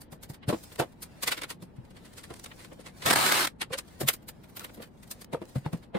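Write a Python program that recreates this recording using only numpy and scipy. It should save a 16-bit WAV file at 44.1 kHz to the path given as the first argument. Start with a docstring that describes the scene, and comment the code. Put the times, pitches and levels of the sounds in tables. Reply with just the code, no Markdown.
"""Taping a cardboard box shut

Over a low rumble in a small, furnished bedroom, hands rub the big hollow box and bump its walls and flaps.
The tape crackles in bursts of tiny fractures as its end is picked loose; fingers squeak on the film.
One long strip rips off the roll, glue threads breaking by the thousand, and is snapped and patted down."""
import sys
import numpy as np
from scipy import signal
from scipy.fft import rfft, irfft, next_fast_len
from scipy.io import wavfile
from scipy.ndimage import uniform_filter1d

SR = 44100
rng = np.random.default_rng(int(sys.argv[2]) if len(sys.argv) > 2 else 0)


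def materialize(psi):
    """Save the field psi as 16-bit PCM at rate SR to the path in sys.argv[1].

    A 1-D psi becomes a single channel; in a 2-D psi each row is a channel.
    """
    bounded = np.clip(np.atleast_2d(psi).T, -1, 1)
    quanta = np.round(bounded * 32767).astype(np.int16)
    wavfile.write(sys.argv[1], SR, quanta)


N = 263718
TIME = np.arange(N) / SR
FREQ = np.fft.rfftfreq(N, 1 / SR)
BODY_HZ, TREBLE_HZ, AIR_HZ, CUTOFF_HZ = 1000, 4500, 10000, 15900  # band edges
PULL_START_S, PULL_STOP_S = 3.062, 3.455

# hands and sleeves sliding on cardboard: t/s, rasp level/dB, treble level/dB
RUB_LEVELS = [(0, -69.5, -91), (0.45, -69.5, -99), (0.54, -65, -55.5), (0.66, -59.5, -57), (0.81, -67, -63),
              (0.95, -69.5, -75.5), (1.37, -54.5, -56), (1.58, -73, -83), (1.85, -68.5, -74.5),
              (2.15, -63, -64.5), (2.55, -63.5, -60.5), (2.92, -69, -73), (2.98, -58.5, -57),
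              (3.56, -80.5, -90.5), (3.93, -61, -62.5), (4.25, -69.5, -76), (4.7, -64.5, -63),
              (4.9, -73.5, -80), (4.98, -70, -70.5), (5.2, -65, -65), (5.28, -72, -84), (5.5, -65.5, -63.5),
              (5.8, -67.5, -70.5), (5.92, -76.5, -89)]
# hand lands on the box: t/s, boom level/dB, f/Hz, boom t60/s, scuff level/dB, treble re scuff/dB
HAND_PATS = [(0.122, -33, 164, 0.055, -53, 3), (0.297, -25, 143, 0.06, -54, 6),
             (0.479, -12.5, 127, 0.049, -56, -11), (0.489, -24, 191, 0.085, -33, -2),
             (0.529, -30, 215, 0.11, -39.5, -9), (0.795, -21.5, 140, 0.08, -30.5, -2),
             (1.622, -30.5, 181, 0.076, -55, 3), (1.781, -31.5, 130, 0.1, -68, -16),
             (2.303, -37, 131, 0.09, -48, -5.5), (3.705, -28.5, 136, 0.034, -55.5, -7),
             (4.008, -34, 150, 0.073, -38, 3.5), (4.029, -27.5, 131, 0.17, -52, -9),
             (4.773, -43, 228, 0.19, -57, -5), (5.331, -26.5, 151, 0.083, -41, -6),
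             (5.417, -38, 198, 0.071, -51.5, -8), (5.557, -18, 135, 0.12, -47, -2.5),
             (5.659, -20, 156, 0.07, -48, -7), (5.73, -19, 171, 0.093, -46.5, -2.5),
             (5.948, -23.5, 196, 0.077, -39.5, -18.5), (5.962, -29, 282, 0.04, -42.5, -12)]
# glue holds, then lets go: t/s, surge/dB, preceding dip/dB
GLUE_JERKS = [(3.062, 5, 6), (3.111, 7, -1.5), (3.134, 7, 2), (3.161, 7, 9.5), (3.265, 4, 0), (3.322, 7, 3),
              (3.448, 0, 4.5), (3.475, 12.5, 7)]


def from_db(db):
    """Decibels to gain."""
    return 10 ** (np.asarray(db) / 20)


def in_time(rows):
    """Columns after t/s, interpolated per sample."""
    times, *columns = np.transpose(rows)
    return [np.interp(TIME, times, column) for column in columns]


def at_hz(points):
    """Spectrum table interpolated over log frequency."""
    hz, value = np.transpose(points)
    return np.interp(np.log(FREQ + 1), np.log(hz), value)


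def butter(x, order, hz, kind):
    """Butterworth filter."""
    return signal.sosfilt(signal.butter(order, hz, kind, fs=SR, output="sos"), x)


def rms_one(x):
    """Scale to unit power."""
    return x / np.sqrt(np.mean(x ** 2) + 1e-20)


def band(x, low_hz, high_hz, order=4):
    """Band-pass at unit power."""
    return rms_one(butter(x, order, [low_hz, high_hz], "band"))


def steady_band(x, low_hz, high_hz):
    """Band-pass with power levelled over 20 ms; finer grain stays."""
    x = band(x, low_hz, high_hz)
    power = uniform_filter1d(np.mean(x ** 2, axis=0), size=882)
    return x / np.sqrt(np.abs(power) + 1e-9)


def resonance(x, hz, width_hz):
    """Two-pole resonator, unit peak gain."""
    r = np.exp(-np.pi * width_hz / SR)
    poles = [1, -2 * r * np.cos(2 * np.pi * hz / SR), r * r]
    return signal.lfilter(np.array([1, 0, -1]) * (1 - r * r) / 2, poles, x)


def bell(at_s, sigma_s):
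    """Gaussian pulse in time."""
    return np.exp(-.5 * ((TIME - at_s) / sigma_s) ** 2)


def grains(per_s, spread_db):
    """Glue or fibre fractures: random clicks, mostly small, a few large."""
    sizes = from_db(spread_db * np.minimum(rng.exponential(1, N), 4)) * rng.choice([-1, 1], N)
    return sizes * (rng.random(N) < per_s / SR)


def scatter(clicks, t60_s, spots=3):
    """Mid and side of clicks arriving directly and by short paths that change as the hands move."""
    step = 2048
    t = np.arange(step) / SR
    blocks = np.pad(clicks, (0, -N % step)).reshape(-1, step)
    spectrum = 0
    for spot in range(spots):
        paths = rng.standard_normal((2, len(blocks), step)) * from_db(-60 * t / t60_s)
        paths /= np.sqrt(np.sum(paths ** 2, axis=-1, keepdims=True))
        paths[0, :, 0] += .35  # direct path
        from_spot = blocks * (np.arange(step) % spots == spot)
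        spectrum = spectrum + rfft(from_spot, 2 * step) * rfft(paths, 2 * step)
    heard = irfft(spectrum)
    heard[:, 1:, :step] += heard[:, :-1, step:]  # overlap-add
    return heard[:, :, :step].reshape(2, -1)[:, :N]


def coloured(mid_side, colour):
    """Unit-power stereo shaped by a spectrum; narrow bass, wide treble."""
    # left-right likeness: f/Hz, correlation
    correlation = [(60, 0.97), (130, 0.76), (300, 0.35), (600, 0.1), (1400, 0.089), (3000, 0.03),
                   (8000, .05), (15000, .1)]
    size = next_fast_len(N, real=True)
    grid_hz = np.fft.rfftfreq(size, 1 / SR)
    alike = np.interp(grid_hz, FREQ, at_hz(correlation))
    mid, side = rfft(mid_side, size) * np.interp(grid_hz, FREQ, from_db(at_hz(colour)))
    stereo = np.sqrt(1 + alike) * mid + np.sqrt(1 - alike) * side * [[1], [-1]]
    return rms_one(irfft(stereo, size)[:, :N])


def room_rumble():
    """Steady low noise, slightly left."""
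    # rumble spectrum: f/Hz, level/dB
    colour = [(15, -20.5), (25, -7.5), (195, -1.5), (429, -13), (506, -13), (642, -17.5), (893, -18.5),
              (1110, -25.5), (2000, -34.5), (2600, -50), (4400, -120)]
    return from_db(-52.5) * coloured(rng.standard_normal((2, N)), colour) * from_db([[.8], [-.8]])


def bedroom(x, t60_s, lowpass_hz):
    """Short, dull reverberation between bedding and curtains."""
    t = np.arange(SR // 2) / SR
    tail = rng.standard_normal((2, len(t))) * from_db(-60 * t / t60_s) * (t > .008)
    tail /= np.sqrt(np.sum(tail ** 2, axis=1, keepdims=True))
    return signal.fftconvolve(x, butter(tail, 1, lowpass_hz, "low"), axes=-1)[:, :N]


def rubbing():
    """Skin and cloth drag over cardboard fibres: a faint rustle."""
    # rustle spectrum: f/Hz, level/dB
    colour = [(180, -30), (320, -4.5), (520, 0.5), (1100, -10), (1700, -7.5), (4000, -15.5), (6600, -20),
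              (9200, -20.5), (13500, -27.5), (15000, -23.5), (16000, -30.5)]
    rasp_db, treble_db = in_time(RUB_LEVELS)
    fibres = grains(per_s=8000, spread_db=3.5) + from_db(2.5) * grains(per_s=80, spread_db=5)
    texture = coloured(scatter(fibres, t60_s=0.063, spots=1), colour)
    rasp = from_db(rasp_db + 1) * band(texture, 480, TREBLE_HZ, order=2)
    return rasp + from_db(treble_db) * band(texture, TREBLE_HZ, CUTOFF_HZ)


def struck_panel(hits, modes, contact_s):
    """A soft hand pushes a panel; its damped modes build up over the contact time."""
    out = np.zeros((2, N))
    for at_s, db, hz, t60_s in hits:
        near = slice(int(at_s * SR), int((at_s + .4) * SR))
        t = np.maximum(TIME[near] - at_s, 0)
        push = 1 - np.exp(-(t / contact_s) ** 2)
        for ratio, mode_db, t60_share in modes:
            jitter_db, detune, skew = rng.standard_normal(3)
            phase = 2 * np.pi * hz * ratio * (1 + 0.032 * detune) * t + 0.27 * skew * np.array([[1], [-1]])
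            level_db = db + mode_db + jitter_db - 60 * t / (t60_s * t60_share)
            out[:, near] += push * from_db(level_db) * np.sin(phase)
    return out


def box_bumps():
    """Hollow walls boom, stiff flaps knock; slightly left."""
    # modes of a wall and the air behind it: f/pitch, level/dB, t60 share
    wall_modes = [(.75, -14, 0.99), (1, 0.5, 0.87), (1.25, -3.5, 0.62), (1.7, -7, 0.52)]
    # flap modes: f/pitch, level/dB, t60 share
    flap_modes = [(0.621, -8.5, 1), (1.002, 8.5, 1), (1.37, -3, 1), (1.85, -2, 1), (2.401, -0.5, 0.54)]
    # knocks on the flaps: t/s, level/dB, f/Hz, t60/s
    flap_hits = [(0.496, -35, 574, 0.1), (0.527, -20.5, 418, 0.025), (0.535, -26, 335, 0.06),
                 (0.797, -24, 596, 0.054), (0.811, -27, 500, 0.052), (0.827, -33.5, 530, 0.052),
                 (3.705, -42.5, 449, 0.076), (4.015, -30.5, 336, .04), (5.346, -23.5, 492, 0.042),
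                 (5.372, -44, 508, 0.068), (5.417, -35, 341, 0.08), (5.556, -35, 510, 0.04),
                 (5.662, -27.5, 850, 0.014)]
    booms = from_db(4.5) * struck_panel([pat[:4] for pat in HAND_PATS], wall_modes, contact_s=0.0047)
    knocks = from_db(-2.5) * struck_panel(flap_hits, flap_modes, contact_s=0.0005)
    radiated = butter(booms + knocks + 1e-18, 2, 80, "high")  # a box radiates little deep bass
    return radiated * from_db([[.7], [-.7]])


def finger_squeaks():
    """Skin sticks and slips on the film: short, unsteady glides."""
    # one list per squeak: t/s, f/Hz, level/dB
    glides = [
        [(3.715, 490, -75), (3.727, 504, -32.5), (3.738, 518, -34.5), (3.752, 549, -32), (3.762, 557, -44),
         (3.78, 550, -77)],
        [(4.592, 1480, -80), (4.606, 1440, -48), (4.618, 1370, -47), (4.628, 1310, -53), (4.642, 1280, -80)],
    ]
    out = np.zeros(N)
    for glide in glides:
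        hz, db = in_time(glide)
        waver, grip = band(rng.standard_normal((2, N)), 30, 160, order=2)
        phase = 2 * np.pi * np.cumsum(hz * (1 + .035 * waver)) / SR
        touching = (TIME > glide[0][0]) & (TIME < glide[-1][0])
        out += touching * from_db(db + 2 * grip) * (np.sin(phase) + from_db(-35) * np.sin(2 * phase))
    return out


def scuff_bursts(lag_s=0.0043, swell_s=0.037, fall_s=0.097):
    """Skin scuffs the box at each pat; duller scuffs have more body."""
    return [(at_s + lag_s, db, 10 - .3 * treble_db, treble_db, swell_s, fall_s)
            for at_s, *_, db, treble_db in HAND_PATS]


def scrape_bursts(treble_db=-21, swell_s=0.047, fall_s=0.063):
    """Fingertips scrape briefly over bare cardboard."""
    # scrapes: t/s, level/dB, relative body/dB
    scrapes = [(0.437, -48.5, -5), (0.723, -51.5, 2), (0.828, -40.5, 12), (2.518, -46.5, -6),
               (2.724, -53, 12.5), (2.797, -60.5, 16.5), (4.697, -53, 3), (4.805, -54.5, 17),
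               (5.655, -48.5, 5)]
    return [(at_s, db, body_db, treble_db, swell_s, fall_s) for at_s, db, body_db in scrapes]


def tape_bursts(crinkles_per_s=6, crinkle_t60_s=0.069, swell_share=0.63):
    """Tape is picked, stretched and pressed; faint crinkles between follow the rubbing level."""
    # tape crackles: t/s, level/dB, relative treble/dB, fall t60/s
    picks = [(0.019, -56.5, 7, .08), (0.237, -50.5, 5.5, 0.071), (0.345, -53, 1, 0.073),
             (0.761, -46.5, 1, 0.023), (1.031, -46.5, 9, 0.068), (1.235, -31.5, 3.5, 0.06),
             (1.281, -26, 0, 0.07), (1.3232, -26.5, -3, 0.07), (1.381, -37, -4.5, 0.07),
             (1.421, -34.5, -4, 0.034), (1.438, -33, -5, 0.053), (1.507, -38.5, 1.5, 0.08),
             (1.911, -57, -1, 0.044), (1.971, -54.5, -3.5, 0.12), (2.058, -55, 0.5, 0.12),
             (2.185, -48.5, 3, .11), (2.243, -47, 1, 0.063), (2.342, -48.5, 2.5, 0.026),
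             (2.399, -54, 8, 0.037), (2.445, -49, 7, 0.056), (2.463, -44, -2.5, 0.045),
             (2.603, -53, -1, 0.2), (2.65, -49, 0, 0.062), (2.808, -56, 3, 0.086),
             (2.869, -46.5, -1.5, 0.12), (3.028, -41.5, -2, 0.1), (3.62, -28, -4, 0.061),
             (3.737, -30, -4, .066), (3.788, -36.5, 5, 0.057), (4.089, -21.5, 1, 0.062),
             (4.139, -44, 6.5, .065), (4.291, -44.5, 3.5, 0.058), (4.443, -57, -3.5, 0.074),
             (4.572, -43.5, 1, 0.069), (4.609, -49.5, -2.5, 0.16), (4.648, -41, -3, 0.063),
             (4.748, -59.5, 6.5, 0.066), (4.83, -47, -2, 0.099), (5.035, -53.5, 1, 0.055),
             (5.117, -45.5, 10, 0.062), (5.219, -52.5, 6.5, .075), (5.836, -57, -3.5, 0.087)]
    rub_db, rub_treble_db = in_time(RUB_LEVELS)
    jitter, chance = rng.random((100, 2)).T
    times = (np.arange(len(jitter)) + jitter) / crinkles_per_s
    levels = np.interp(times, TIME, rub_db) + 3.5 - 0.5 * np.log(np.maximum(chance, .02))
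    trebles = np.interp(times, TIME, rub_treble_db - rub_db) + 5
    crinkles = [(at_s, db, treble_db, crinkle_t60_s)
                for at_s, db, treble_db in zip(times, levels, trebles) if at_s < TIME[-1]]
    # the cardboard body follows a stronger crackle only in part
    return [(at_s, db, -3.5 - 0.24 * (db + 40), treble_db, swell_share * fall_s, fall_s)
            for at_s, db, treble_db, fall_s in picks + crinkles]


def crackles(bursts):
    """Each burst is an avalanche of fractures that swells and dies in five bands."""
    # fracture spectrum: f/Hz, level/dB
    colour = [(120, -39), (200, 5), (416, 0), (509, 4), (735, -4.5), (1250, -10), (1480, -8), (1650, -11),
              (2960, -13), (3310, -13), (5840, -26.5), (9930, -20.5), (11300, -19), (13600, -5.5),
              (16000, -22.5)]
    # how openly the tape faces the listener past body and box: t/s, air-band gain/dB
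    facing = [(0, 1.5), (1.5, -2), (2.5, -8.5), (3.8, -6.5), (4.05, 4.5), (4.65, 6.5), (5.2, -2),
              (5.9, -2.5)]
    texture = coloured(scatter(grains(per_s=3500, spread_db=3.5), t60_s=0.039), colour)
    edges_hz = [270, BODY_HZ, 2 * BODY_HZ, TREBLE_HZ, AIR_HZ, CUTOFF_HZ]
    power = np.zeros((len(edges_hz) - 1, N))
    for at_s, db, body_db, treble_db, swell_s, fall_s in bursts:  # body, treble re db; times as t60
        near = slice(max(int((at_s - .12) * SR), 0), int((at_s + .2) * SR))
        air_db = 1.3 * treble_db - 6 + np.interp(at_s, *np.transpose(facing))
        zones_db = [0.98 * body_db - 2, 0.12 * body_db - 3, -.14 * body_db - 2, treble_db - 0.5, air_db]
        for zone, zone_db in enumerate(zones_db):
            t = TIME[near] - at_s - .0006 + zone * 0.00083  # highs lead and die first
            shape_db = -60 * np.maximum(-t / swell_s, t / (fall_s * (1.12 - 0.023 * zone)))
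            power[zone, near] += from_db(db + zone_db + shape_db) ** 2
    return sum(gain * steady_band(texture, low_hz, high_hz)
               for gain, low_hz, high_hz in zip(np.sqrt(power), edges_hz, edges_hz[1:]))


def pull_db(t, start_db, sag_db_per_s, attack_t60_s=0.066, release_t60_s=0.088):
    """Pull envelope: the strip gets up to speed, runs with a sagging level, stops."""
    attack = np.maximum(PULL_START_S - t, 0) / attack_t60_s
    release = np.maximum(t - PULL_STOP_S, 0) / release_t60_s
    return start_db - sag_db_per_s * (t - PULL_START_S) - 60 * (attack + release)


def pull_rasp_db(t):
    """Rasp level, sagging as the arm slows."""
    return pull_db(t, start_db=-26.5, sag_db_per_s=0.5)


def snaps(lead_s=0.0019):
    """Single large fractures of film or glue: bright clicks, one just ahead of each jerk."""
    # hard snaps of the film: t/s, level/dB
    film_snaps = [(2.446, -27), (2.466, -31), (4.0868, -25), (4.573, -36), (4.595, -13.5), (5.245, -22.5),
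                  (5.454, -31)]
    glue_snaps = [(at_s - lead_s, pull_rasp_db(at_s) + surge_db - 1) for at_s, surge_db, _ in GLUE_JERKS]
    clicks = np.zeros(N)
    for at_s, db in film_snaps + glue_snaps:
        clicks[int(at_s * SR)] = from_db(db)
    mid, side = scatter(clicks, t60_s=.018, spots=1)
    softened = signal.lfilter([1], [1, -.3], np.array([mid + side, mid - side]) + 1e-18)
    return from_db(-3.5) * butter(softened, 1, 600, "high")


def long_pull():
    """Glue threads snap by the thousand; the roll rings and the strip shakes the box it is stuck to."""
    # resonances of roll and taut strip: f/Hz, width/Hz, level/dB
    roll_modes = [(700, 70, -5), (1280, 100, 0), (1610, 310, -0.5), (2160, 96, -3.5), (3820, 300, -29),
                  (9000, 1500, -15.5)]
    # ripping spectrum: f/Hz, level/dB
    colour = [(41, -46.5), (70, -14.5), (129, 0.5), (199, 3), (280, 12), (635, 8.5), (744, 7.5), (1250, -4),
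              (2660, -5.5), (4090, -5.5), (5890, -8), (8660, -3), (11400, -7.5), (14000, -6),
              (16000, -18.5)]
    threads = scatter(grains(per_s=3400, spread_db=3), t60_s=0.046)
    ringing = sum(from_db(db) * resonance(threads, hz, width_hz) for hz, width_hz, db in roll_modes)
    texture = coloured(threads + ringing, colour)
    jerk_db = sum(surge_db * bell(at_s, sigma_s=0.004) - dip_db * bell(at_s - 0.01, sigma_s=0.0051)
                  for at_s, surge_db, dip_db in GLUE_JERKS)
    # a longer strip has less body and shakes the box less
    body_db = -7 - 10.5 * (TIME - PULL_START_S)
    boom_db = pull_db(TIME, start_db=-36, sag_db_per_s=52)
    boom = from_db(boom_db) * steady_band(texture, 64, 175)
    body = from_db(body_db) * steady_band(texture, 205, BODY_HZ)
    rasp = steady_band(texture, BODY_HZ, TREBLE_HZ)
    treble = from_db(-4) * steady_band(texture, TREBLE_HZ, CUTOFF_HZ)
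    return from_db(pull_rasp_db(TIME) + jerk_db) * (body + rasp + treble) + boom


def scene():
    """Box, tape and hands in the room, over its rumble."""
    taping = box_bumps() + crackles(tape_bursts() + scuff_bursts() + scrape_bursts())
    taping += long_pull() + snaps() + finger_squeaks()
    background = room_rumble() + rubbing()
    return background + taping + from_db(-23) * bedroom(taping, t60_s=0.15, lowpass_hz=2500)


def record(dry):
    """Narrow dip in the high treble, then a steep low-pass."""
    dipped = dry - .7 * resonance(dry, hz=11400, width_hz=750)
    return signal.sosfilt(signal.ellip(10, .1, 80, CUTOFF_HZ, fs=SR, output="sos"), dipped)


dry = scene()
out = record(dry)
materialize(out)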